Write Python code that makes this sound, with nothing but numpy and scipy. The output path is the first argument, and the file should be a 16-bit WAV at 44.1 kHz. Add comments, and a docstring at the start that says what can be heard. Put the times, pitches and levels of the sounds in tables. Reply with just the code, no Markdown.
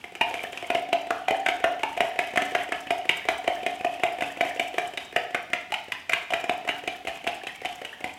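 """A metal fork beats a raw egg in a hand-held plastic mug, about five strokes a second, lighter
towards the end. In each stroke the fork dips into the egg with a smack, then clacks the wall, rings
the air in the mug and thuds its base. The egg squelches between the blows and now and then gulps.
A small tiled kitchen rings on after every stroke, over a quiet room tone."""
import sys
import numpy as np
from scipy import signal
from scipy.fft import rfft, irfft
from scipy.io import wavfile
from scipy.ndimage import uniform_filter1d

SR = 44100
rng = np.random.default_rng(int(sys.argv[2]) if len(sys.argv) > 2 else 0)


def persist_wave(psi):
    """Save psi, clipped to +-1, as 16-bit WAV."""
    counts = np.round(np.clip(psi, -1, 1) * 32767).astype(np.int16)
    wavfile.write(sys.argv[1], SR, np.atleast_2d(counts).T)


N = 360738

# room tone spectrum: f/Hz, level/dB
ROOM_TONE_EQ = [(25, -35), (65, 6), (120, 4), (250, 7.5), (600, -1), (1500, -8.5), (4000, -7.5),
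                (10000, -18.5), (16000, -24)]
# standing waves between the tiles: f/Hz, level/dB, t60/s
ROOM_MODES = [(140, 1, 0.98), (281.5, 10.5, 0.88), (360, -25, 0.17), (666, -8, 0.26), (702, -3.5, 0.29)]
# tone of the echoes off the tiles: f/Hz, level/dB
TILE_EQ = [(60, 0.5), (300, -6), (700, 3), (1200, -2), (2800, -4), (5000, 0.5), (9000, -12.5), (16000, -3)]
# the kitchen's decay: f/Hz, t60/s
KITCHEN_DECAY = [(100, 0.45), (700, 0.49), (2500, 0.53), (6000, 0.51), (14000, 0.55)]

# how hard the egg is churned: t/s, level/dB
CHURN_LEVEL = [(0, -56.5), (.12, -72.5), (.4, -55.5), (.9, -66.5), (2.5, -60.5), (4.8, -59.5), (5.6, -70),
               (6.7, -64), (7.7, -61.5), (8.18, -63.5)]
# wet tone of tearing egg: f/Hz, level/dB
SQUELCH_EQ = [(100, 9), (400, 13), (570, -17), (700, 22.5), (1000, 14.5), (2400, 11), (3100, 21.5),
              (4200, -1.5), (8000, 0.5), (10000, -2.5), (12000, -1.5), (13400, -20), (15500, -28)]
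# tone of the fine spray of thrown egg: f/Hz, level/dB
SPRAY_EQ = [(1500, 18), (4000, -12.5), (7500, 0), (10000, -4), (12000, -5.5), (13500, -9), (15500, 0)]
# big pockets of air torn open by the fork: t/s, f/Hz, level/dB
GULP_CUES = [(.212, 860, -21), (1.108, 1130, -29), (1.834, 840, -23), (5.724, 800, -28), (5.922, 930, -38)]
# note of the air in the mug, shifting as the egg heaps up and settles: t/s, f/Hz
MUG_NOTE = [(.21, 715), (.93, 686), (1.35, 742), (1.7, 692.7), (3.5, 702), (5.5, 692), (6.7, 705),
            (7.1, 730), (8.04, 737)]

# modes of the base, damped by the egg and the hand: f/Hz, level/dB, t60/s
BASE_MODES = [(90.5, -23, 0.028), (168, -20, 0.019), (296, -4.5, 0.025), (370, 2, 0.025),
              (432, -1.5, 0.025), (514, -3.5, 0.021)]
# modes of the plastic wall with the fork against it: f/Hz, level/dB, t60/s
WALL_MODES = [(920, 4, 0.021), (1066, -10, 0.043), (1293, -13, 0.12), (1483, -1.5, 0.023),
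              (1684, -5, 0.032), (2007, 2, 0.0032), (2055, 0.5, 0.02), (2292, -2, 0.015), (2411, 2, 0.021),
              (2690, -6, 0.014), (2753, -10.5, 0.023), (2895, -2.5, 0.038), (2966, -8, 0.034),
              (3650, -9, 0.008), (3710, -1, 0.024)]
# tone of steel ticking on plastic: f/Hz, level/dB
TICK_EQ = [(800, -1), (3000, 8), (4300, -4.5), (6000, -5), (8300, -4.5), (9500, -9.5), (12000, -11),
           (13500, -20), (16000, -23)]
# modes of the steel fork: f/Hz, level/dB, t60/s
FORK_MODES = [(2830, 5, 0.16), (2990, -11, 0.2)]
# the fork springs free of the wall and rings on: t/s, level/dB
FORK_RING_CUES = [(0.212, -24.5), (3.091, -44), (6.135, -34.5), (6.688, -27.5)]
# blows of the fork on the mug: t/s, wall level/dB, wall centre f/Hz, air level/dB
BLOW_CUES = [(.041, -41.5, 2450, -47.5), (.152, -38, 2290, -48), (.211, -19, 2300, -27),
             (.341, -32.5, 2480, -36), (.437, -38.5, 2270, -36), (.53, -39.5, 2370, -44),
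             (.574, -35, 2840, -61), (.625, -41, 2450, -37), (.702, -26, 2080, -26.5),
             (.749, -26, 2200, -24.5), (.929, -23.5, 2460, -23), (1.106, -25, 1570, -26),
             (1.283, -24.5, 1960, -22.5), (1.308, -25.5, 2470, -21.5), (1.462, -20.5, 1990, -26),
             (1.486, -22, 2220, -27.5), (1.641, -20, 1760, -21.5), (1.833, -25.5, 2120, -33),
             (1.975, -32.5, 2100, -29.5), (2.006, -20.5, 2130, -23.5), (2.19, -21, 2070, -26.5),
             (2.359, -29.5, 2080, -30), (2.374, -19, 1740, -25.5), (2.42, -29, 2400, -34),
             (2.55, -21.5, 1960, -24.5), (2.721, -25, 1800, -31.5), (2.906, -25, 2110, -25),
             (3.092, -15.5, 2740, -37), (3.287, -20.5, 2200, -23.5), (3.477, -25.5, 2050, -22),
             (3.664, -25, 2100, -25), (3.847, -29, 2150, -23.5), (4.035, -22, 2330, -23.5),
             (4.208, -32.5, 2400, -34), (4.222, -28, 1950, -29), (4.409, -21.5, 2180, -23.5),
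             (4.451, -38, 2350, -39), (4.596, -22, 2310, -28.5), (4.782, -24.5, 2030, -25),
             (4.974, -29, 2600, -43.5), (5.162, -20.5, 2020, -25.5), (5.346, -22.5, 2030, -31),
             (5.533, -20.5, 2140, -33), (5.721, -29.5, 2500, -39), (5.74, -24, 2340, -71),
             (5.92, -25.5, 2480, -74), (6.095, -24.5, 2100, -32), (6.121, -30, 2650, -55),
             (6.133, -17.5, 2340, -45), (6.305, -33.5, 2690, -34.5), (6.324, -44, 2010, -26.5),
             (6.336, -21, 2420, -35), (6.441, -34, 2170, -34.5), (6.495, -25.5, 2640, -25.5),
             (6.676, -33.5, 1850, -32.5), (6.69, -22.5, 2560, -33), (6.876, -27, 2580, -31.5),
             (7.072, -31.5, 2220, -33), (7.081, -33.5, 2680, -41), (7.268, -35, 2100, -29.5),
             (7.274, -25, 2360, -31), (7.469, -32, 2750, -46), (7.649, -35, 2230, -31.5),
             (7.656, -30, 2660, -45), (7.849, -33, 2860, -56.5), (8.042, -29, 2230, -35)]

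RING_T = np.arange(int(.25 * SR)) / SR  # time axis of one hit, in seconds


def undb(db):
    """Decibels to amplitude."""
    return 10 ** (np.asarray(db) / 20)


def rms(x):
    """Average amplitude, never zero."""
    return np.sqrt(np.mean(x ** 2)) + 1e-12


def attack_level(x, db, span):
    """Scale a sound so that its first span seconds sit at db."""
    return x * undb(db) / rms(x[:int(span * SR)])


def at_time(curve, s):
    """Read a curve at time s."""
    return np.interp(s, *np.transpose(curve))


def at_frequency(curve, hz):
    """Read a curve along a log-frequency axis."""
    f, value = np.transpose(curve)
    return np.interp(np.log(np.maximum(hz, 1)), np.log(f), value)


def colour(x, eq):
    """Minimum-phase EQ, so that attacks stay sharp."""
    size = 4096
    gain_db = at_frequency(eq, np.arange(size // 2 + 1) * SR / size)
    cepstrum = irfft(gain_db * np.log(10) / 20)
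    cepstrum[1:size // 2] *= 2
    cepstrum[size // 2 + 1:] = 0
    return signal.fftconvolve(x, irfft(np.exp(rfft(cepstrum))))[:len(x)]


def add(track, s, sound):
    """Lay a sound on a track at time s."""
    i = max(int(s * SR), 0)
    part = sound[:max(len(track) - i, 0)]
    track[i:i + len(part)] += part


def wander(rate, count=1):
    """Smooth random modulation curves, with about rate turns a second."""
    step = int(SR / rate)
    held = np.repeat(rng.standard_normal((count, N // step + 1)), step, axis=1)[:, :N]
    return uniform_filter1d(held, step, axis=1)


def ring(hz, gain, t60):
    """Damped modes ringing out after one push."""
    t = RING_T[RING_T < t60.max()]
    modes = gain[:, None] * np.sin(2 * np.pi * hz[:, None] * t) * undb(-60 * t / t60[:, None])
    return np.pad(modes.sum(0), (0, len(RING_T) - len(t)))


def room_tone(level_db):
    """The quiet, steady air of the house."""
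    noise = colour(rng.standard_normal(N), ROOM_TONE_EQ)
    return noise / rms(noise) * undb(level_db)


def standing_waves(x, gain_db):
    """A few low notes hum on between the walls."""
    t = np.arange(SR) / SR
    response = 0
    for hz, db, t60 in ROOM_MODES:
        fade = undb(-60 * t / t60)
        response = response + undb(db + gain_db) * 2 * fade / fade.sum() * np.sin(2 * np.pi * hz * t)
    return signal.fftconvolve(x, response)[:N]


def kitchen_reverb(x, wet_db, predelay, build_up):
    """Dense echoes off the tiles, dying away in about half a second."""
    t = np.arange(int(.9 * SR)) / SR
    hz, age, cells = signal.stft(rng.standard_normal(len(t)), SR, nperseg=256)
    fade = undb(-60 * age / at_frequency(KITCHEN_DECAY, hz)[:, None])
    tail = signal.istft(cells * fade, SR)[1][:len(t)]
    tail *= 1 - np.exp(-np.maximum(t - predelay, 0) / build_up)
    tail /= np.sqrt(np.sum(tail ** 2))
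    return signal.fftconvolve(x, undb(wet_db) * colour(tail, TILE_EQ))[:N]


def bubble(hz, cycles, glide):
    """A pocket of air rings with a brief, rising, heavily damped note."""
    age = np.linspace(0, 1, int(cycles * SR / hz) + 2)
    phase = 2 * np.pi * cycles * age * (1 + glide * age / 2)
    return np.sin(phase) * np.sqrt(age) * undb(-50 * age)


def bubbles(per_s, low_hz, high_hz, cycles, glide, spread_db, gain_db):
    """Air beaten into the egg, in bubbles of every size."""
    out = np.zeros(N)
    for when, pitch, size in rng.random((int(per_s * N / SR), 3)):
        hz = low_hz * (high_hz / low_hz) ** pitch
        add(out, when * N / SR, undb(spread_db * size) * bubble(hz, cycles, glide))
    return out / rms(out) * undb(gain_db)


def tearing_films(grains_per_s, grain_db, clump_db, gain_db):
    """Films of egg tear in clumps of tiny pops."""
    sizes = undb(grain_db * np.minimum(rng.exponential(size=N), 5)) * rng.standard_normal(N)
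    clumps = undb(clump_db * np.tanh(wander(rate=70)[0]))
    triggers = rng.random(N) < grains_per_s / SR
    pops = colour(sizes * clumps * triggers, SQUELCH_EQ)
    return pops / rms(pops) * undb(gain_db)


def splash_envelope(lag, width):
    """Egg thrown up by each blow falls back a moment later, never quite on time; 0 to 1."""
    splash = np.zeros(N)
    for s, wall_db, *_ in BLOW_CUES:
        late = lag + .013 * rng.uniform(-1.06, 1)
        add(splash, s, undb(wall_db * 0.56) * np.exp(-((RING_T - late) / width) ** 2))
    return np.tanh(2 * splash / splash.max())


def churning_egg():
    """The wet bed: tears, squelches and plops swell after each blow, then spray patters down."""
    churn = undb(at_time(CHURN_LEVEL, np.arange(N) / SR))
    tearing = tearing_films(grains_per_s=5000, grain_db=2.0, clump_db=5.5, gain_db=8)
    squelches = bubbles(per_s=70, low_hz=1703, high_hz=3035, cycles=29, glide=0.12,
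                        spread_db=25, gain_db=9.5)
    plops = bubbles(per_s=10, low_hz=327, high_hz=593, cycles=10.5, glide=0.12,
                    spread_db=10, gain_db=-10)
    froth = bubbles(per_s=1800, low_hz=4000, high_hz=14600, cycles=16, glide=0.17,
                    spread_db=11, gain_db=18)
    spray = colour(froth, SPRAY_EQ) * splash_envelope(lag=0.0896, width=0.0058)
    flicker = undb(2.7 * np.tanh(wander(rate=160)[0]))
    swell = 1 + 3 * splash_envelope(lag=0.034, width=0.05)
    return churn * ((tearing + squelches + plops) * swell + spray * flicker)


def gulps(cycles, glide):
    """Now and then the fork tears open a big pocket of air, pitched above the mug's own note."""
    out = np.zeros(N)
    for s, hz, db in GULP_CUES:
        add(out, s, attack_level(bubble(hz, cycles, glide), db, span=.01))
    return out


def mug_air(hz, t60, rise, bend, bend_time):
    """The air above the egg swings up to a hollow note that bends upward as the egg is pushed aside."""
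    glide = bend * rng.uniform(0, 2.46) * (.75 - np.exp(-RING_T / bend_time))
    phase = 2 * np.pi * np.cumsum(hz * (1 + glide)) / SR
    note = np.sin(phase) * undb(-60 * RING_T / t60) * (1 - np.exp(-RING_T / rise))
    return signal.sosfilt(signal.butter(2, 560, "highpass", fs=SR, output="sos"), note)


def glances(within_s=.035):
    """Flag the blows with another close behind: these only glance off the wall."""
    return np.diff(np.transpose(BLOW_CUES)[0], append=np.inf) < within_s


def sloshes(lag, gain_db, pitch_ratio):
    """As the fork lifts, the egg falls back and sounds the air again, softer and a little higher."""
    out = np.zeros(N)
    for s, _, _, air_db in np.array(BLOW_CUES)[~glances()]:
        hz = at_time(MUG_NOTE, s) * pitch_ratio
        note = mug_air(hz, t60=0.19, rise=0.0097, bend=0.032, bend_time=0.034)
        add(out, s + lag * rng.uniform(.85, 1.15), attack_level(note, air_db + gain_db, span=0.025))
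    return out


def mug_jolt(hz, t60, rise):
    """A low bump as the whole mug is jolted in the hand."""
    swing = np.sin(2 * np.pi * hz * rng.uniform(0.8, 1.36) * RING_T)
    return swing * undb(-60 * RING_T / t60) * (1 - np.exp(-RING_T / rise))


def base_thud(detune, rise):
    """A dull knock from the bottom of the mug."""
    hz, db, t60 = np.transpose(BASE_MODES)
    detuned = hz * (1 + detune * rng.standard_normal(len(hz)))
    gain = undb(db) * rng.choice([-1, 1], len(hz))
    return ring(detuned, gain, t60) * (1 - np.exp(-RING_T / rise))


def tine_contacts(spread, rebound):
    """One tine lands firmly and the other three follow in a tight flam: lag/s, relative force."""
    lags = rng.uniform(.1, 1, 3) * spread
    return [(0, 1), *zip(lags, rebound * rng.uniform(0.45, 1, 3))]


def tine_tick(contacts, decay, scrape_db, scrape_decay):
    """Steel meets plastic with a sharp tick for each tine, then slides briefly."""
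    pressure = undb(scrape_db) * np.exp(-RING_T / scrape_decay)
    for lag, force in contacts:
        add(pressure, lag, force ** 2 * np.exp(-RING_T / decay))
    return colour(pressure * rng.standard_normal(len(RING_T)), TICK_EQ)


def wall_clack(contacts, centre_hz, width_octaves, scatter_db, detune):
    """The spot struck favours the wall's modes near one pitch; grip and egg detune them a little."""
    hz, db, t60 = np.transpose(WALL_MODES)
    focus = 1 / (1 + (np.log2(hz / centre_hz) / width_octaves) ** 2)
    clack = np.zeros(len(RING_T))
    for lag, force in contacts:
        gain = force * focus * undb(db + scatter_db * rng.standard_normal(len(hz)))
        polarity = rng.choice([-1, 1], len(hz))
        detuned = hz * (1 + detune * rng.standard_normal(len(hz)))
        add(clack, lag, ring(detuned, gain * polarity, t60))
    # soft plastic radiates little outside its modes
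    return signal.sosfilt(signal.butter(3, [750, 3800], "bandpass", fs=SR, output="sos"), clack)


def blow(wall_db, wall_hz, air_db, air_hz, glancing):
    """One hit in five layers; the tick and the thud follow its force."""
    force_db, push_db = wall_db + 21.5, air_db + 25.5  # relative to a typical firm blow
    tick_db = -33.5 + 0.62 * force_db
    thud_db = -28.5 + 0.14 * force_db + 0.49 * push_db - 13 * glancing  # a glance barely reaches the base
    contacts = tine_contacts(spread=.005, rebound=0.63)
    clack = wall_clack(contacts, wall_hz, width_octaves=0.41, scatter_db=2.5, detune=0.035)
    hollow = mug_air(air_hz, t60=0.058, rise=0.00026, bend=0.1, bend_time=0.018)
    thud = base_thud(detune=0.058, rise=0.0018)
    jolt = mug_jolt(hz=167.6, t60=0.077, rise=0.0035)
    tick = tine_tick(contacts, decay=0.0016, scrape_db=-8.5, scrape_decay=0.011)
    return (attack_level(clack, wall_db, span=0.012)
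            + attack_level(hollow, air_db, span=0.026)
            + attack_level(thud, thud_db, span=0.0065)
            + attack_level(jolt, wall_db - 33, span=0.0097)
            + attack_level(tick, tick_db, span=0.014))


def smack(plop_hz, plop_db, squish_hz, squish_db, snap_db):
    """The dipping fork snaps the surface and traps one big pocket of air and three small ones."""
    snap = colour(rng.standard_normal(len(RING_T)) * np.exp(-RING_T / 0.0033), SPRAY_EQ)
    out = attack_level(snap, snap_db, span=0.0018)
    plop = bubble(plop_hz * rng.uniform(0.86, 1.176), cycles=7.3, glide=0.28)
    add(out, 0, attack_level(plop, plop_db, span=0.0065))
    for lag, size in rng.random((3, 2)):
        squish = bubble(squish_hz * (0.72 + 0.543 * size), cycles=22, glide=0.19)
        add(out, 0.0045 * lag, attack_level(squish, squish_db, span=0.0044))
    return out


def fork_dips(lead):
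    """Just before a stroke lands, the fork smacks into the egg and softly knocks the mug."""
    out = np.zeros(N)
    times, wall_db = np.transpose(BLOW_CUES)[:2]
    landings = times[~glances()]
    opens_stroke = np.diff(times, prepend=0) > .1
    hard_glance = glances() & (wall_db > -29)  # no dip if the fork meets the wall hard on its way down
    for start in times[opens_stroke & ~hard_glance]:
        s = landings[landings >= start][0] - lead + .005 * rng.uniform(-1, 1)
        churn_db = at_time(CHURN_LEVEL, s)
        smack_db, knock_db = churn_db + 21, churn_db + 17
        wet = smack(plop_hz=488, plop_db=2, squish_hz=2360, squish_db=-4.5, snap_db=-8)
        knock = blow(knock_db, wall_hz=2190, air_db=knock_db, air_hz=at_time(MUG_NOTE, s), glancing=False)
        add(out, s, undb(smack_db) * wet + knock)
    return out


def skid(span, swell):
    """The tines skid along the wall just before they land, muffled by the egg."""
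    t = np.arange(int(span * SR)) / SR
    rub = rng.standard_normal(len(t)) * np.exp((t - span) / swell)
    wet_rub = colour(np.pad(rub, (0, len(t))), SQUELCH_EQ)
    return signal.sosfilt(signal.butter(3, 3000, fs=SR, output="sos"), wet_rub)


def fork_strokes(skid_s):
    """The fork skids into each blow, louder the more egg it pushes, and at times springs free and rings."""
    out = np.zeros(N)
    for (s, wall_db, wall_hz, air_db), glancing in zip(BLOW_CUES, glances()):
        add(out, s - skid_s, attack_level(skid(skid_s, swell=0.0028), air_db - 14, span=skid_s))
        add(out, s, blow(wall_db, wall_hz, air_db, at_time(MUG_NOTE, s), glancing))
    hz, db, t60 = np.transpose(FORK_MODES)
    for s, ring_db in FORK_RING_CUES:
        add(out, s, attack_level(ring(hz, undb(db), t60), ring_db, span=0.011))
    return out


def scene():
    """Fork, egg and mug up front, the tiled kitchen around them."""
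    mug = fork_strokes(skid_s=0.0079) + fork_dips(lead=0.036) + gulps(cycles=24, glide=.25)
    mug += sloshes(lag=.08, gain_db=-15.5, pitch_ratio=1.05) + churning_egg()
    # hand and mug keep moving, so the echoes shift: an equal-power drift between four reverbs
    sends = wander(rate=5, count=4)
    sends /= np.sqrt(np.sum(sends ** 2, axis=0))
    room = sum(kitchen_reverb(mug * send, wet_db=-2, predelay=0.0063, build_up=0.0015) for send in sends)
    return (mug + room + standing_waves(mug, gain_db=-1.5) + room_tone(level_db=-57))[None]


def record(dry):
    """Roll off the deep bass, round the loudest peaks and cut the top."""
    ceiling, top_hz = 0.8, 16000
    thin = signal.sosfilt(signal.butter(3, 56, "highpass", fs=SR, output="sos"), dry)
    rounded = ceiling * np.tanh(thin / ceiling)
    return signal.sosfilt(signal.ellip(8, .2, 70, top_hz, fs=SR, output="sos"), rounded)


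dry = scene()
out = record(dry)
persist_wave(out)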